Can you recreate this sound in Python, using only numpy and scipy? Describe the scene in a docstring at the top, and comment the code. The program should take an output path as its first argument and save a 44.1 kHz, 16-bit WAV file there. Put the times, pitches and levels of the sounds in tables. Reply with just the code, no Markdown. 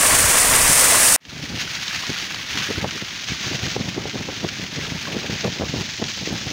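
"""A hard, steady gush roars and hisses: ballast water overflows from a ship's tank vent onto the deck.
Its impacts make broadband noise, ring the steel and trap bubbles that resonate. The gush stops abruptly
and a second scene fades in: a looser flow that lands in clumps of drops and heavy slaps.
In both scenes, turbulent puffs of wind thump on the microphone."""
import sys
import numpy as np
from scipy import signal
from scipy.fft import rfft, irfft, next_fast_len
from scipy.io import wavfile
from scipy.ndimage import map_coordinates

SR = 44100
rng = np.random.default_rng(int(sys.argv[2]) if len(sys.argv) > 2 else 0)


def wrap_up_sound(samples):
    """Save the sound to the file named by the first command line argument, as 16-bit audio."""
    columns = np.atleast_2d(samples).T
    # keep every value between -1 and 1, then stretch to whole-number steps
    tamed = np.clip(columns, -1, 1)
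    steps = np.round(tamed * 32767).astype(np.int16)
    wavfile.write(sys.argv[1], SR, steps)


N = 287532
TIME = np.arange(N) / SR
GUSH_END_S, FLOW_START_S = 1.163, 1.204


def amp(db):
    """Decibels to amplitude ratio."""
    return 10 ** (np.asarray(db) / 20)


def unit(x):
    """Normalisation to rms 1."""
    return x / np.sqrt(np.mean(x ** 2) + 1e-20)


def curves(rows):
    """Linear interpolation: one value per sample for each column after the time."""
    times, *columns = np.transpose(rows)
    return [np.interp(TIME, times, column) for column in columns]


def wobble(rate):
    """Smooth random modulation of rms 1: a spline through rate knots a second."""
    return unit(map_coordinates(rng.standard_normal(4096), [TIME * rate], mode="wrap"))


def filtered(x, response):
    """Linear filtering: the spectrum of x times a frequency response."""
    size = next_fast_len(N + 8192)
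    return irfft(rfft(x, size) * response(np.fft.rfftfreq(size, 1 / SR)), size)[:N]


def coloured(x, spectrum):
    """Spectral shaping by (frequency [Hz], gain [dB]) points on a log axis, to rms 1."""
    f, db = np.transpose(spectrum)
    return unit(filtered(x, lambda hz: amp(np.interp(np.log(hz + 1), np.log(f), db))))


def impacts(rate, spread_db):
    """Poisson process: rate impulses a second, with sizes scattered in dB."""
    return (rng.random(N) < rate / SR) * amp(spread_db * np.clip(rng.standard_normal(N), -2, 2))


def patter(rate, spread_db, wash_db):
    """Shot noise: single drop ticks over the Gaussian wash of countless far ones."""
    ticks = impacts(rate, spread_db) * rng.choice([-1, 1], N)
    return unit(unit(ticks) + amp(wash_db) * rng.standard_normal(N))


def clumps(rate, spread_db, life_s, share):
    """Amplitude modulation: a share of the power lands in clumps that drain exponentially."""
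    power = signal.lfilter([1], [1, -np.exp(-1 / (life_s * SR))], impacts(rate, spread_db))
    return np.sqrt(1 - share + share * power / power.mean())


def bubbles(pitch_hz, scatter, cycles, spread_db, count):
    """Bubble resonance: trapped air rings as a damped oscillator, rising in pitch as it dies."""
    starts = (rng.random(count) * N).astype(int)[:, None]
    hz = np.clip(pitch_hz * np.exp(scatter * rng.standard_normal((count, 1))), 500, 6500)
    size = amp(spread_db * np.clip(rng.standard_normal((count, 1)), -2, 2))
    samples = np.arange(700)
    age = hz * samples / SR / cycles
    rings = size * amp(-30 * age) * np.sin(2 * np.pi * cycles * age * (1 + 0.11 * age))
    return unit(np.bincount((starts + samples).ravel(), rings.ravel(), N)[:N])


# Modes of the vent head and deck: (frequency [Hz], bandwidth [Hz], relative gain [dB])
STEEL_MODES = [(278.4, 12, 10), (636, 15, 5.5), (717, 13, -11), (1158, 22, -2), (2000, 20, 4),
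               (2460, 16, -23)]
def steel_ring(blows):
    """Forced vibration: the water's blows excite narrow resonances of the steel."""
    return unit(filtered(blows, lambda f: sum(
        amp(db) * 1j * f * width / (hz ** 2 - f ** 2 + 1j * f * width)
        for hz, width, db in STEEL_MODES)))


# Course of the gush: (time [s], jet level [dB], spray level [dB])
GUSH_LEVELS = [(0, -20.5, -15.5), (0.17, -19.5, -15.5), (0.3, -20.5, -15.5), (0.55, -19, -15.5),
               (0.74, -21.5, -14.5), (0.79, -19, -13.5), (0.94, -19.5, -15), (1.03, -20.5, -13.5),
               (1.15, -22, -14)]
# Spectra of jet and spray: (frequency [Hz], relative level [dB])
JET_SPECTRUM = [(60, -27), (200, -10.5), (280, -8.5), (330, -11.5), (540, -4), (820, -7), (1100, -2.5),
                (1400, -5.5), (1750, -2), (2700, -6), (3700, -13.5), (7000, -24)]
SPRAY_SPECTRUM = [(1500, -20), (3700, -13), (5000, -8.5), (7000, -5), (8000, -3), (8900, -0.5),
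                  (10000, -5.5), (11500, -11.5), (15800, -16.5)]
def gush():
    """Impact noise: the jet's dense blows merge into a roar, and its spray hisses in fast spurts."""
    jet_db, spray_db = curves(GUSH_LEVELS)
    spurts = clumps(rate=280, spread_db=7, life_s=0.0033, share=0.34)
    blows = patter(rate=3000, spread_db=4.5, wash_db=1.5)
    blows *= clumps(rate=170, spread_db=9, life_s=0.01, share=0.37)
    froth = bubbles(pitch_hz=1530, scatter=0.492, cycles=18, spread_db=6, count=3000)
    jet = unit(coloured(blows, JET_SPECTRUM) + amp(-19.5) * steel_ring(blows) + amp(-9) * froth)
    spray = coloured(patter(rate=7000, spread_db=3, wash_db=5) * spurts, SPRAY_SPECTRUM)
    return amp(jet_db) * jet + amp(spray_db) * spray


# Wind under the gush: (time [s], level [dB])
RUMBLE_LEVELS = [(0.0, -39), (0.268, -27), (0.46, -38), (0.492, -29.5), (0.71, -26), (0.73, -33),
                 (1.15, -40.5)]
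# Its spectrum: (frequency [Hz], relative level [dB])
RUMBLE_SPECTRUM = [(10, -1), (25, 0), (90, -1.5), (180, -6), (400, -34), (1000, -64)]
def wind_rumble():
    """Turbulence: slow pressure fluctuations make a deep, wavering noise."""
    level_db, = curves(RUMBLE_LEVELS)
    rumble = coloured(rng.standard_normal(N), RUMBLE_SPECTRUM)
    return amp(level_db) * unit(rumble * amp(1.1 * wobble(18.5)))


# Strong puffs: (time [s], level [dB], centre frequency [Hz], half-width [s])
STRONG_PUFFS = [(.14, -24, 110, .014), (.698, -20.5, 250, .007), (1.44, -29, 189, 0.01),
                (1.545, -24.5, 149, 0.0084), (2.102, -23.5, 219, 0.013), (2.703, -22.5, 400, 0.015),
                (2.781, -18, 200, 0.0075), (2.846, -19, 676, 0.01), (3.026, -26, 340, .009),
                (3.323, -26, 161, 0.031), (3.516, -23, 278, .006), (3.765, -18, 473, 0.0055),
                (3.807, -19.5, 216, 0.01), (3.98, -20.5, 397, 0.0097), (4.056, -23, 447, 0.0065),
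                (4.156, -24, 324, 0.018), (4.292, -23, 370, 0.0078), (4.446, -18.5, 335, 0.013),
                (4.597, -26.5, 284, 0.0077), (4.792, -25, 204, .022), (4.922, -22.5, 278, 0.0049),
                (5.161, -25, 307, 0.034), (5.301, -24.5, 244, 0.014), (5.449, -18, 520, 0.0073),
                (5.462, -22, 427, 0.0091), (5.479, -18.5, 302, 0.0056), (5.62, -19.5, 410, 0.018),
                (5.743, -21.5, 250, 0.011), (6.026, -18, 398, 0.0075), (6.275, -24.5, 340, 0.012),
                (6.31, -25, 282, 0.014)]
def wind_puffs(eddy_rate=700, low_hz=55, swirl=0.15, size=8192):
    """Pressure pulses: each puff is one kick among lesser eddies; faster ones reach higher in pitch."""
    out = np.zeros(N + 2 * size)
    middle = size // 2
    t, f = (np.arange(size) - middle) / SR, np.fft.rfftfreq(size, 1 / SR)
    for when, db, hz, half_width in list(STRONG_PUFFS) + lesser_puffs(count=40):
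        swell = np.exp(-np.abs(t / half_width) ** 1.27)
        kicks = (rng.random(size) < eddy_rate / SR) * rng.standard_normal(size) * swell
        kicks[middle] = 1.1 * rng.choice([-1, 1])
        band = (1j * f / (1j * f + low_hz)) ** 2 / np.sqrt(1 + (f / (1.06 * hz)) ** 4.06)
        # eddies pass at a loosely regular rate, which favours the centre frequency
        emphasis = 1 + swirl * 1j * f * hz / (hz ** 2 - f ** 2 + 1j * f * hz)
        puff = irfft(rfft(kicks) * band * emphasis)
        puff *= amp(db) * np.linalg.norm(swell) / np.linalg.norm(puff)
        out[round(when * SR) - middle:][:size] += puff
    # the microphone passes little deep bass
    return filtered(out[:N], lambda f: f ** 4 / (f ** 4 + 52 ** 4))


# Lumps of water hitting the deck: (time [s], nominal peak level [dB], 60 dB decay time [s])
WATER_LUMPS = [(.537, -9, 0.067), (1.252, -27, 0.035), (1.294, -29, 0.082), (1.427, -20, .05),
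               (1.622, -15, .07), (1.751, -13, .05), (1.88, -12.5, 0.054), (1.96, -11, .03),
               (2.345, -7.5, .01), (2.574, -10, .08), (2.623, -14, .05), (2.909, -13, .05),
               (3.286, -13, .05), (4.096, -15, .03), (4.489, -11.5, 0.032), (4.759, -14.5, 0.089),
               (5.408, -13.5, .05), (6.04, -11, 0.033)]
# Spectrum of slaps and drops: (frequency [Hz], relative level [dB])
SPLASH_SPECTRUM = [(60, -21), (200, -7.5), (450, -16.5), (800, -11), (1150, -7.5), (1600, -2), (2200, 0),
                   (3200, 0.5), (5000, -2.5), (6500, -4.5), (7200, -14.5), (8200, -28), (9800, -38),
                   (12000, -47)]
def slaps(smack_db=-5, smack_s=0.014, crest_db=11.5):
    """Impact transients: a lump lands with a sharp smack and breaks into a decaying burst of drops."""
    t, out = np.arange(SR // 8) / SR, np.zeros(N + SR)
    for when, db, drain_s in WATER_LUMPS:
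        envelope = amp(-60 * t / drain_s) + amp(smack_db - 60 * t / smack_s)
        out[round(when * SR):][:len(t)] += amp(db - crest_db) * envelope * rng.standard_normal(len(t))
    return np.std(out[:N]) * coloured(out[:N], SPLASH_SPECTRUM)


# Swell of the loose flow: (time [s], level [dB])
FLOW_LEVELS = [(1.49, -34.5), (1.61, -25.5), (1.66, -28.5), (1.95, -27), (2.3, -29.5), (2.38, -33),
               (2.58, -25), (2.8, -29.5), (3.26, -31), (3.3, -28), (3.69, -27.5), (4.0, -33), (4.65, -30),
               (4.7, -36), (4.77, -30.5), (5.36, -29.5), (5.6, -29.5), (6.52, -29.5)]
# Fineness of the drops: (time [s], treble tilt [dB], mist relative to splash [dB])
DROP_BREAKUP = [(1.5, -0.3, -25.5), (2.7, -1.5, -25), (3.5, 0.6, -33), (4.5, 0, -33), (5.05, -1, -27),
                (5.7, 1, -46), (6.1, 3, -36), (6.52, 1.5, -42)]
# Spectra of the mist and of the recorder's fizz: (frequency [Hz], relative level [dB])
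MIST_SPECTRUM = [(4000, -40), (8000, -5), (9500, -3), (11000, -4.5), (14000, -7.5), (15800, -14)]
RECORDER_FIZZ_SPECTRUM = [(13000, -42), (14100, -14), (14700, 2), (15800, 0)]
def loose_flow():
    """Sheet breakup: water parts into clumps of drops that froth on the deck and throw a fine mist."""
    flow_db, = curves(FLOW_LEVELS)
    tilt_db, mist_db = curves(DROP_BREAKUP)
    landing = clumps(rate=145, spread_db=5, life_s=0.009, share=0.56)
    drops = patter(rate=2500, spread_db=4.5, wash_db=0) * landing
    froth = bubbles(pitch_hz=2498, scatter=0.342, cycles=22, spread_db=5.5, count=2500) * landing
    splash = unit(coloured(drops, SPLASH_SPECTRUM) + amp(-9) * froth)
    # smaller drops shift the energy upward in frequency
    treble = filtered(splash, lambda f: f ** 3 / (f ** 3 + 3500 ** 3))
    splash = amp(tilt_db) * treble + amp(-tilt_db) * (splash - treble)
    # faint high fizz of the recorder near 15 kHz, following the drops
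    recorder_fizz = amp(-23) * coloured(drops, RECORDER_FIZZ_SPECTRUM)
    mist = amp(mist_db) * coloured(drops, MIST_SPECTRUM)
    return amp(flow_db) * (splash + recorder_fizz + mist)


# Wind strength at the microphone: (time [s], relative level [dB])
BREEZE_LEVELS = [(1.35, -41.5), (1.57, -34), (1.75, -43.5), (2.45, -44), (2.86, -38.5), (3.22, -45),
                 (3.52, -34.5), (3.9, -37), (4.17, -33.5), (4.42, -39.5), (4.7, -39), (5.25, -34.5),
                 (5.55, -36), (5.9, -39.5), (6.3, -40), (6.52, -35.5)]
# Spectrum of its eddies: (frequency [Hz], relative level [dB])
EDDY_SPECTRUM = [(20, -30), (35, -36), (60, -10.5), (95, -3.5), (150, -1), (300, -8), (450, -15.5),
                 (900, -20), (2000, -48.5)]
def breeze(gain_db=3.5):
    """Intermittent turbulence: small eddies keep up a fitful rumble on the microphone."""
    level_db, = curves(BREEZE_LEVELS)
    eddies = rng.standard_normal(N) * amp(3.55 * wobble(70) + 3.6 * wobble(22))
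    return amp(level_db + gain_db) * coloured(eddies, EDDY_SPECTRUM)


def lesser_puffs(count, above_breeze_db=2, spread_db=4, octaves_per_db=0.35, half_width_s=0.016):
    """Velocity scaling: rows of random puffs, louder and higher the stronger the breeze."""
    jitter, weakness = rng.random((count, 2)).T
    times = FLOW_START_S + (N / SR - FLOW_START_S) * (np.arange(count) + jitter) / count
    breeze_db = np.interp(times, *np.transpose(BREEZE_LEVELS))
    db = breeze_db + above_breeze_db + spread_db * (1 - 2 * weakness)
    hz = 270 * 2 ** (octaves_per_db * (db + 33))  # 270 Hz at -33 dB
    return [(*row, half_width_s) for row in zip(times, db, hz)]


def lulls(depth_db=-0.5, gather_s=0.032):
    """Conservation of mass: the stream's gain dips slightly while each lump gathers."""
    dip = sum((TIME < when) * np.exp(-np.abs(TIME - when) / gather_s) for when, _, _ in WATER_LUMPS)
    return amp(depth_db * dip)


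def overload(puffs, above_hz=630, half_power_db=-31.5, recovery_s=0.013):
    """Compression: the gain left for the water while a fast puff overloads the microphone."""
    fast = filtered(puffs, lambda f: f ** 4 / (f ** 4 + above_hz ** 4))
    pole = np.exp(-1 / (recovery_s * SR))
    power = signal.lfilter([1 - pole], [1, -pole], fast ** 2)
    return 1 / np.sqrt(1 + power / amp(half_power_db) ** 2)


def scene(fade_s=0.18):
    """Superposition: the gush, a brief gap, then the loose flow, with puffs and slaps through both."""
    gate = np.clip((GUSH_END_S - TIME) / 0.001, 0, 1)
    fade_in = (TIME > FLOW_START_S) * np.clip(amp(-34) + (TIME - FLOW_START_S) / fade_s, 0, 1)
    puffs = wind_puffs()
    second_scene = fade_in * (overload(puffs) * lulls() * loose_flow() + breeze())
    lumps = slaps()
    noise_floor = amp(-67) * coloured(rng.standard_normal(N), JET_SPECTRUM)
    first_scene = gate * (gush() + wind_rumble())
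    return (first_scene + second_scene + puffs + lumps + noise_floor)[None]


def record(dry, ceiling=0.78, top_hz=15800):
    """Saturation and band limiting: the tallest peaks are rounded, then a steep low-pass follows."""
    rounded = dry[0] / (1 + np.abs(dry[0] / ceiling) ** 8) ** (1 / 8)
    return filtered(rounded, lambda hz: 1 / (1 + (hz / top_hz) ** 300))[None]


dry = scene()
out = record(dry)
wrap_up_sound(out)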